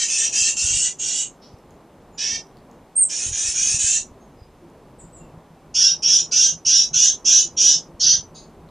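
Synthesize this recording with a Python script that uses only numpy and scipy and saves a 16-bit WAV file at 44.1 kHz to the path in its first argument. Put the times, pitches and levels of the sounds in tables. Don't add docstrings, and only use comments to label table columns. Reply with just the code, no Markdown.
import sys
import numpy as np
from scipy import signal
from scipy.fft import rfft, irfft
from scipy.io import wavfile
from scipy.ndimage import uniform_filter1d, minimum_filter1d

SR = 44100
rng = np.random.default_rng(int(sys.argv[2]) if len(sys.argv) > 2 else 0)


def decibels_to_gain(level_db):
    exponent = np.asarray(level_db, float) / 20
    return 10 ** exponent


def wrap_up_sound(samples):
    columns = np.atleast_2d(samples).T
    tamed = np.clip(columns, -1, 1)
    steps = np.round(tamed * 32767).astype(np.int16)
    wavfile.write(sys.argv[1], SR, steps)


N = 383669


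def colour(table, hz):
    f, db = np.transpose(table)
    return decibels_to_gain(np.interp(np.log(np.maximum(hz, 1)), np.log(f), db))


def over_time(table):
    return np.interp(np.arange(N) / SR, *np.transpose(table))


def slow(shape, hz):
    k = max(int(SR / hz), 1)
    noise = rng.standard_normal(shape)
    return uniform_filter1d(uniform_filter1d(noise, k), k) * np.sqrt(1.5 * k)


def add(out, at, x):
    x, at = x[max(-at, 0):], max(at, 0)
    out[at:at + len(x)] += x[:N - at]


def ring(hz, t60):
    t = np.arange(int(t60 * SR)) / SR
    return np.sin(2 * np.pi * hz * t) * decibels_to_gain(-60 * t / t60)


def air():
    # (frequency [Hz], level per Hz [dB])
    air_colour = [(12, -38), (20, -8.5), (43, -3.5), (105, -8), (160, -2.5), (194, -6.5), (217, -3),
                  (294, -7), (328, -7), (357, -6), (994, -13), (1550, -24), (4820, -35.5), (11400, -41.5),
                  (12500, -44.5), (15000, -47)]
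    # (time [s], gust level [dB])
    gusts = [(0.0, -61.5), (0.63, -58), (0.94, -64), (1.77, -66), (3.25, -66.5), (3.4, -59), (5.47, -67.5),
             (7.15, -60), (8.4, -63), (8.7, -53)]
    # (time [s], level [dB])
    traffic_db = [(0, 2.5), (.5, 0), (1.8, 0), (2.35, 2), (3.0, -1), (7.0, 0), (7.4, 1.5), (8.7, 2)]
    hz = np.fft.rfftfreq(N, 1 / SR)
    gain = colour(air_colour, hz) / (1 + (hz / 15200) ** 60)
    mid, side = (rfft(rng.standard_normal(N)) * gain for _ in range(2))
    bass = 1 / (1 + (hz / 140) ** 4)
    treble = 1 / (1 + (1400 / np.maximum(hz, 1)) ** 4)
    rumble = irfft(mid * bass, N) * decibels_to_gain(over_time(gusts) + 63.5 + 3 * slow(N, 9))
    traffic = irfft(mid * (1 - bass - treble), N) * decibels_to_gain(over_time(traffic_db) + 1.3 * slow(N, 8.4))
    hiss = irfft(mid * treble, N)
    x = rumble + traffic + hiss
    spread = irfft(side * np.clip(hz / 9000, .08, .6), N)
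    whine = decibels_to_gain(-89) * np.sin(2 * np.pi * 11795 * np.arange(N) / SR)
    return (x + spread * np.array([[1], [-1]])) * decibels_to_gain(-47.5) / np.std(x) + whine


def handling():
    # (peak time [s], peak level [dB], swing [Hz])
    thumps = [(0.421, -35, 92), (0.612, -42, 99), (0.65, -25, 75), (0.71, -30.5, 92), (0.727, -33, 84),
              (0.75, -30, 53), (0.769, -30.5, 102), (1.543, -33.5, 104), (3.268, -30, 89), (3.293, -30, 71),
              (3.317, -27.5, 83), (3.338, -33, 67), (3.454, -36, 87.5), (3.489, -34, 53),
              (3.747, -23.5, 102.5), (3.846, -27.5, 81), (4.117, -36, 73.5), (4.422, -34, 74),
              (5.378, -35, 117.5), (6.551, -37, 130), (6.568, -35, 140), (6.932, -40, 141),
              (6.968, -33, 115), (7.95, -36, 72), (8.144, -34, 101), (8.191, -33.5, 88)]
    # (time [s], peak level [dB], upper ring relative level [dB])
    taps = [(4.624, -52.5, 5.5), (5.04, -45, -11), (5.209, -47.5, -3.5), (5.339, -46, -17),
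            (5.505, -48, -19.5), (5.649, -52, -13), (5.778, -47, -15), (5.919, -45.5, -21),
            (6.078, -46, -25), (6.222, -46.5, -5), (6.358, -50, -18.5), (6.524, -43.5, -16),
            (6.659, -45, -15), (6.916, -42, -16.5), (7.125, -64, -9), (7.266, -57, -9.5),
            (7.453, -49.5, 0.5), (7.544, -50, -14), (7.761, -43.5, -18), (7.889, -48, 0.5), (8.05, -43, -4),
            (8.179, -47, -18), (8.311, -45.5, -20), (8.458, -54, -4), (8.632, -49, -13)]
    # (frequency [Hz], t60 [s])
    shell = [
        (162, 0.27),
        (340, 0.28),
    ]
    out = np.zeros(N)
    for s, db, hz in thumps:
        cycles = np.arange(-1500, 1500) / SR * hz
        swing = np.cos(2 * np.pi * cycles) * np.exp(-(cycles / 0.46) ** 2)
        add(out, int(s * SR) - len(cycles) // 2, decibels_to_gain(db) * swing)
    for s, db, upper_db in taps:
        for (hz, t60), gain_db in zip(shell, (db, db + upper_db)):
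            add(out, int(s * SR), decibels_to_gain(gain_db + 5.5) * ring(hz, t60))
    return out


def woods(x, echo_db, blur_db, t60, alike):
    # (delay [s], level [dB], left minus right [dB])
    trunks = [
        (0.0163, -9.5, 0.7),
        (0.034, -11, 1),
        (0.048, -14.5, 2),
    ]
    t = np.arange(int(.6 * SR)) / SR
    same, *own = rng.standard_normal((3, len(t)))
    swell = (1 - np.exp(-t / 0.0067)) * decibels_to_gain(-60 * t / t60)
    swell = swell / np.sqrt(np.sum(swell ** 2))
    answer = decibels_to_gain(blur_db) * swell * (np.sqrt(alike) * same + np.sqrt(1 - alike) * np.array(own))
    answer[:, 0] = 1
    for s, db, pan_db in trunks:
        answer[:, int(s * SR)] += decibels_to_gain(db + echo_db + np.array([pan_db, -pan_db]) / 2)
    return signal.fftconvolve(x[None], answer)[:, :N]


def ticks():
    # (time [s], peak level [dB], ring [Hz])
    twigs = [
        (1.5874, -51.5, 5310),
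        (1.7075, -48.5, 6750),
        (2.4694, -50, 5500),
        (2.5706, -45, 4460),
        (2.7135, -48, 6630),
        (4.7003, -55.5, 6950),
        (8.6891, -49, 3985),
    ]
    out = np.zeros(N)
    for s, db, hz in twigs:
        tone = ring(hz, t60=0.0061)
        click = .5 * np.abs(tone) * rng.standard_normal(len(tone))
        add(out, int(s * SR), decibels_to_gain(db + 3.0) * (tone + click))
    return out


def read(note):
    s, *columns = np.transpose(note)
    t = np.arange(int(s[0] * SR), int(s[-1] * SR)) / SR
    edge = np.clip(np.minimum((t - s[0]) / 0.014, (s[-1] - t) / 0.0059), 0, 1)
    return int(s[0] * SR), edge, [np.interp(t, s, c) for c in columns]


def whistles(notes):
    out = np.zeros(N)
    for note in notes:
        at, edge, (hz, db) = read(note)
        hz = uniform_filter1d(hz, size=200)
        add(out, at, edge * decibels_to_gain(db) * np.sqrt(2) * np.sin(2 * np.pi * np.cumsum(hz) / SR))
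    return out


def dees(notes, throat, beak_rest_hz, pipe_rest_hz, wobble, smear_hz, patchy_db, follow, locked):
    out = np.zeros(N)
    for note in notes:
        at, edge, (rate_hz, db, beak_hz, low_db, rough, pipe_hz) = read(note)
        rate_hz = uniform_filter1d(rate_hz, size=1500)
        pipe_hz = pipe_hz * (rate_hz / rate_hz.max()) ** follow
        anchor_hz = 9 * rate_hz if locked else pipe_hz
        k = np.arange(-6, int(11000 / rate_hz.max()))[:, None]
        hz = np.maximum(anchor_hz + k * rate_hz, 300)
        phase = 2 * np.pi * np.cumsum(hz * (1 + wobble * slow(len(db), 90)), axis=1) / SR

        upper = np.clip((hz - 4400) / 600 + .5, 0, 1)
        lower = 1 - upper
        beak_share = upper * np.clip((9500 - hz) / 2000, 0, 1)
        shift = (beak_rest_hz / beak_hz) ** beak_share * (pipe_rest_hz / pipe_hz) ** lower
        gain = colour(throat, hz * shift) * decibels_to_gain(patchy_db * slow(hz.shape, 25))
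        gain = gain / (1 + (hz / 11300) ** 24)
        upper_rms, lower_rms = (np.sqrt(np.sum((gain * share) ** 2, axis=0) / 2) for share in (upper, lower))
        gain = gain * (upper / upper_rms + lower * decibels_to_gain(low_db) / lower_rms)

        r = np.clip(rough * (hz / 6000) ** .3, 0, 1)
        smear = (slow(hz.shape, smear_hz) + 1j * slow(hz.shape, smear_hz)) / np.sqrt(2)
        spin = np.exp(1j * (phase + 0.77 * rng.standard_normal(k.shape)))
        partials = gain * (spin * (np.sqrt(1 - r) + np.sqrt(r) * smear)).real
        add(out, at, edge * decibels_to_gain(db) * np.sum(partials, axis=0))
    return out


def sing(rows, rough, low_db, pipe_hz, attack_s, release_s, crest, start_db, swell_db, sag_db, end_db, slack, bend,
         beak_hz_per_s=0, pipe_hz_per_s=0, neck=0, clearing=0):
    notes = []
    for s, length, db, rate_hz, beak_hz in rows:
        bends = np.array([0, attack_s, crest * length, length - release_s, length])
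        t = np.union1d(bends, np.linspace(0, length, num=7))
        level_db = db + np.interp(t, bends, [start_db, -swell_db, 0, -sag_db, end_db])
        rate = rate_hz * (1 - slack * (1 - t / length) ** bend)
        beak = beak_hz + beak_hz_per_s * t
        pipe = pipe_hz + pipe_hz_per_s * t + neck * (beak_hz - rows[0][-1])
        roughness = rough * (1 - clearing * np.clip(4 * t / length - 1.6, 0, 1))
        notes.append(np.transpose([s + t, rate, level_db, beak, low_db + 0 * t, roughness, pipe]))
    return notes


def peeps():
    # (start [s], length [s], first pitch [Hz], last pitch [Hz], level [dB])
    far_peeps = [
        (2.123, 0.086, 7076, 7035, -62),
        (4.19, 0.087, 6450, 6560, -72),
        (4.365, 0.072, 5080, 4880, -67.5),
        (4.983, 0.026, 9020, 6670, -46.5),
        (5.119, 0.06, 8350, 6900, -52),
        (5.191, 0.07125, 2800, 2640, -67),
    ]
    notes = []
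    for s, length, hz0, hz1, db in far_peeps:
        middle = (s + length / 2, (hz0 + hz1) / 2, db)
        notes.append([(s, hz0, db - 1), middle, (s + length, hz1, db - 1)])
    return whistles(notes)


def far_birds():
    # (frequency [Hz], level [dB])
    first_throat = [(1470, -51.5), (2500, -24), (2960, -15), (3570, -12.5), (4730, -10), (4940, -4),
                    (5860, -2), (8000, -39.5), (10400, -61), (17600, -120)]
    second_throat = [(1470, -48), (2500, -8.5), (2790, -21), (4370, 2.5), (5590, -21), (6650, -3),
                     (7410, -44), (9420, -18), (10500, -48.5), (13600, -70), (22000, -120)]
    # (start [s], length [s], crest level [dB], final buzz rate [Hz], starting beak resonance [Hz])
    first_note = [(1.405, 0.13, -54.5, 433, 5600)]
    second_note = [(8.343, .097, -46.5, 444, 5000)]
    shape = dict(rough=0.915, low_db=-7, pipe_hz=2980, release_s=0.048, crest=0.2, swell_db=-3.5, sag_db=15,
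                 end_db=-17, slack=.045, bend=2.9)
    first = sing(first_note, attack_s=0.024, start_db=-13, **shape)
    second = sing(second_note, attack_s=0.00493, start_db=3.0, **shape)
    return (dees(first, first_throat, beak_rest_hz=5600, pipe_rest_hz=3018.5, wobble=0.0065, smear_hz=496.07,
                 patchy_db=2.5, follow=0, locked=True)
            + dees(second, second_throat, beak_rest_hz=5000, pipe_rest_hz=3000, wobble=0.0086, smear_hz=508.64,
                   patchy_db=1.5, follow=0, locked=True)
            + peeps())


def chip():
    # (time [s], pitch [Hz], level [dB])
    glide = [
        (2.952, 8910, -31.5),
        (2.957, 8290, -24.5),
        (2.968, 8500, -16),
        (2.98, 8610, -16.5),
        (2.99, 8779, -13.5),
        (3.008, 8680, -13),
        (3.024, 8355, -13),
        (3.037, 7879, -18.5),
        (3.044, 5900, -30),
    ]
    return whistles([glide])


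def hoarse_bird():
    # (frequency [Hz], level [dB])
    early_throat = [(740, -68), (1250, -41), (1780, -15.5), (1930, -24.5), (2120, -24), (2350, -24),
                    (2750, -5), (3880, -18), (4340, -14.5), (4850, -14), (6060, 0), (6970, -1), (9460, -19),
                    (10700, -41), (11500, -59.5), (15000, -88.5), (22000, -120)]
    later_throat = [(740, -65.5), (1250, -38.5), (1590, -19), (2140, -24), (2630, -10), (2860, -15),
                    (3080, -14), (3340, -14.5), (4800, -17.5), (5520, -5.5), (6410, 1.5), (7100, -3.5),
                    (8080, -15.5), (9380, -12), (11500, -74), (15000, -87.5), (22000, -120)]
    lone_throat = [(740, -69), (1250, -36), (1770, -11.5), (1990, -29.5), (2180, -11), (3440, -10.5),
                   (4240, -17.5), (5850, -0.5), (6610, -14.5), (9840, -37.5), (10800, -52.5), (12000, -100),
                   (15600, -130), (22000, -120)]
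    # (start [s], length [s], crest level [dB], final buzz rate [Hz], starting beak resonance [Hz])
    early_notes = [
        (-.15, .225, -19.5, 435, 6283),
        (.075, 0.22, -19.5, 453.6, 6244),
        (.318, 0.21, -17, 479, 6355),
        (.558, .342, -19.5, 458.4, 6500),
        (.985, .27, -23, 454, 6686),
    ]
    later_notes = [
        (3.088, .217, -24.5, 391.5, 6402),
        (3.315, 0.22, -22, 406.7, 6357),
        (3.535, .245, -19.5, 440, 6290),
        (3.782, 0.21, -17.5, 468, 6736),
    ]
    lone_note = [(2.175, .195, -23, 456.6, 5600)]
    shape = dict(rough=1.0, attack_s=.035, release_s=.037, crest=0.79, swell_db=1.5, sag_db=0.6, bend=.7)
    early = sing(early_notes, low_db=-10.5, pipe_hz=2600, slack=.07, beak_hz_per_s=980, pipe_hz_per_s=600,
                 neck=.45, start_db=-6, end_db=-11, **shape)
    later = sing(later_notes, low_db=-13.5, pipe_hz=2401, slack=.05, beak_hz_per_s=500, pipe_hz_per_s=1300,
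                 neck=.3, start_db=-5.5, end_db=-6.5, **shape)
    lone = sing(lone_note, rough=1.0, clearing=.7, low_db=-9, pipe_hz=3010, attack_s=0.033, release_s=.03,
                crest=0.35, start_db=-6, swell_db=2.5, sag_db=3.0, end_db=-2, slack=.08, bend=1.2,
                beak_hz_per_s=810)
    return (dees(early, early_throat, beak_rest_hz=6500, pipe_rest_hz=2800, wobble=.006, smear_hz=320,
                 patchy_db=3.0, follow=0, locked=False)
            + dees(later, later_throat, beak_rest_hz=6450, pipe_rest_hz=2590, wobble=0.0069, smear_hz=332,
                   patchy_db=2.5, follow=0, locked=False)
            + dees(lone, lone_throat, beak_rest_hz=5700, pipe_rest_hz=2884.1, wobble=0.0065, smear_hz=400,
                   patchy_db=0.5, follow=0, locked=True))


def clear_bird():
    # (frequency [Hz], level [dB])
    run_throat = [(740, -71.5), (1250, -62), (1580, -29.5), (2000, -39.5), (2130, -63), (2640, -23),
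                  (3150, -13.5), (3670, -14.5), (4240, -26), (5100, -11), (5760, 3.5), (6500, -8.5),
                  (7070, -16.5), (8160, -35), (9620, -33), (11700, -45.5), (14500, -63)]
    lone_throat = [(740, -75), (1250, -51), (1500, -27), (1900, -31), (2290, -51.5), (2990, -15.5),
                   (4240, -15.5), (4500, -7), (6000, 2.5), (7220, -30), (10100, -39.5), (12700, -38),
                   (14500, -63)]
    # (start [s], length [s], crest level [dB], final buzz rate [Hz], starting beak resonance [Hz])
    run_notes = [
        (5.74, .19, -12, 315, 5600),
        (6.02, 0.2, -12, 315.3, 5660),
        (6.31, .2, -12, 320.2, 5746),
        (6.648, 0.2, -11, 328.4, 5713),
        (6.93, .19, -11, 329, 5932),
        (7.245, 0.19, -10.5, 332, 5860),
        (7.565, 0.2, -11.5, 331.6, 5853),
    ]
    lone_note = [(7.995, .175, -12.5, 319, 6050)]
    shape = dict(attack_s=0.023, release_s=0.033, crest=0.66, start_db=-11, swell_db=4.5, sag_db=5.0, end_db=-10,
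                 slack=.12, bend=2.2)
    run = sing(run_notes, rough=0.47, low_db=-14, pipe_hz=2996, beak_hz_per_s=700, pipe_hz_per_s=230, neck=0.25,
               **shape)
    lone = sing(lone_note, rough=.33, low_db=-12.0, pipe_hz=3020, beak_hz_per_s=-600, **shape)
    return (dees(run, run_throat, beak_rest_hz=5838, pipe_rest_hz=3040, wobble=0.0036, smear_hz=270,
                 patchy_db=3.5, follow=0.96, locked=True)
            + dees(lone, lone_throat, beak_rest_hz=5876, pipe_rest_hz=2980, wobble=0.0028, smear_hz=255,
                   patchy_db=3.0, follow=1.0, locked=True))


def scene():
    # (time [s], left minus right [dB])
    side_of = [
        (0.0, -0.5),
        (0.77, -1.0),
        (1.19, -4),
        (3.05, -4),
        (3.41, -0.5),
        (4.04, -2.5),
        (5.33, 0.5),
        (5.38, -2.5),
        (8.7, -2),
    ]
    far = woods(far_birds(), echo_db=4.0, blur_db=8.0, t60=0.244, alike=0.41)
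    near = woods(ticks() + chip() + hoarse_bird() + clear_bird(), echo_db=-1.2, blur_db=-4.5, t60=0.17, alike=0.77)
    pan_db = over_time(side_of)
    birds = (decibels_to_gain(-1.0) * near + decibels_to_gain(-3.5) * far) * decibels_to_gain(np.array([pan_db, -pan_db]) / 2)
    return birds + handling() + air()


def band_limit(x):
    return signal.sosfilt(signal.butter(12, 15050, fs=SR, output="sos"), x)


def record(dry):
    # (frequency [Hz], level [dB])
    width = [(300, -5.5), (3800, -18), (4800, -12), (5800, 1), (9000, -5.5), (12000, -1)]
    hz = np.fft.rfftfreq(N, 1 / SR)
    mid, side = (dry[0] + dry[1]) / 2, (dry[0] - dry[1]) / 2
    side = irfft(rfft(side) * colour(width, hz), N)
    both = np.array([mid + side, mid - side])

    top = irfft(rfft(both) / (1 + (11000 / np.maximum(hz, 1)) ** 60), N)
    loudness = np.sqrt(uniform_filter1d(np.diff(mid, prepend=0) ** 2, size=1000) + 1e-12)
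    both = both - top / (1 + (decibels_to_gain(-46) / loudness) ** 6)

    peak = np.abs(both).max(axis=0) + 1e-9
    room_left = minimum_filter1d(np.minimum(.92 / peak, 1), size=200)
    both = both * uniform_filter1d(room_left, size=200)
    return band_limit(both - 0.067 * both ** 3)


dry = scene()
out = record(dry)
wrap_up_sound(out)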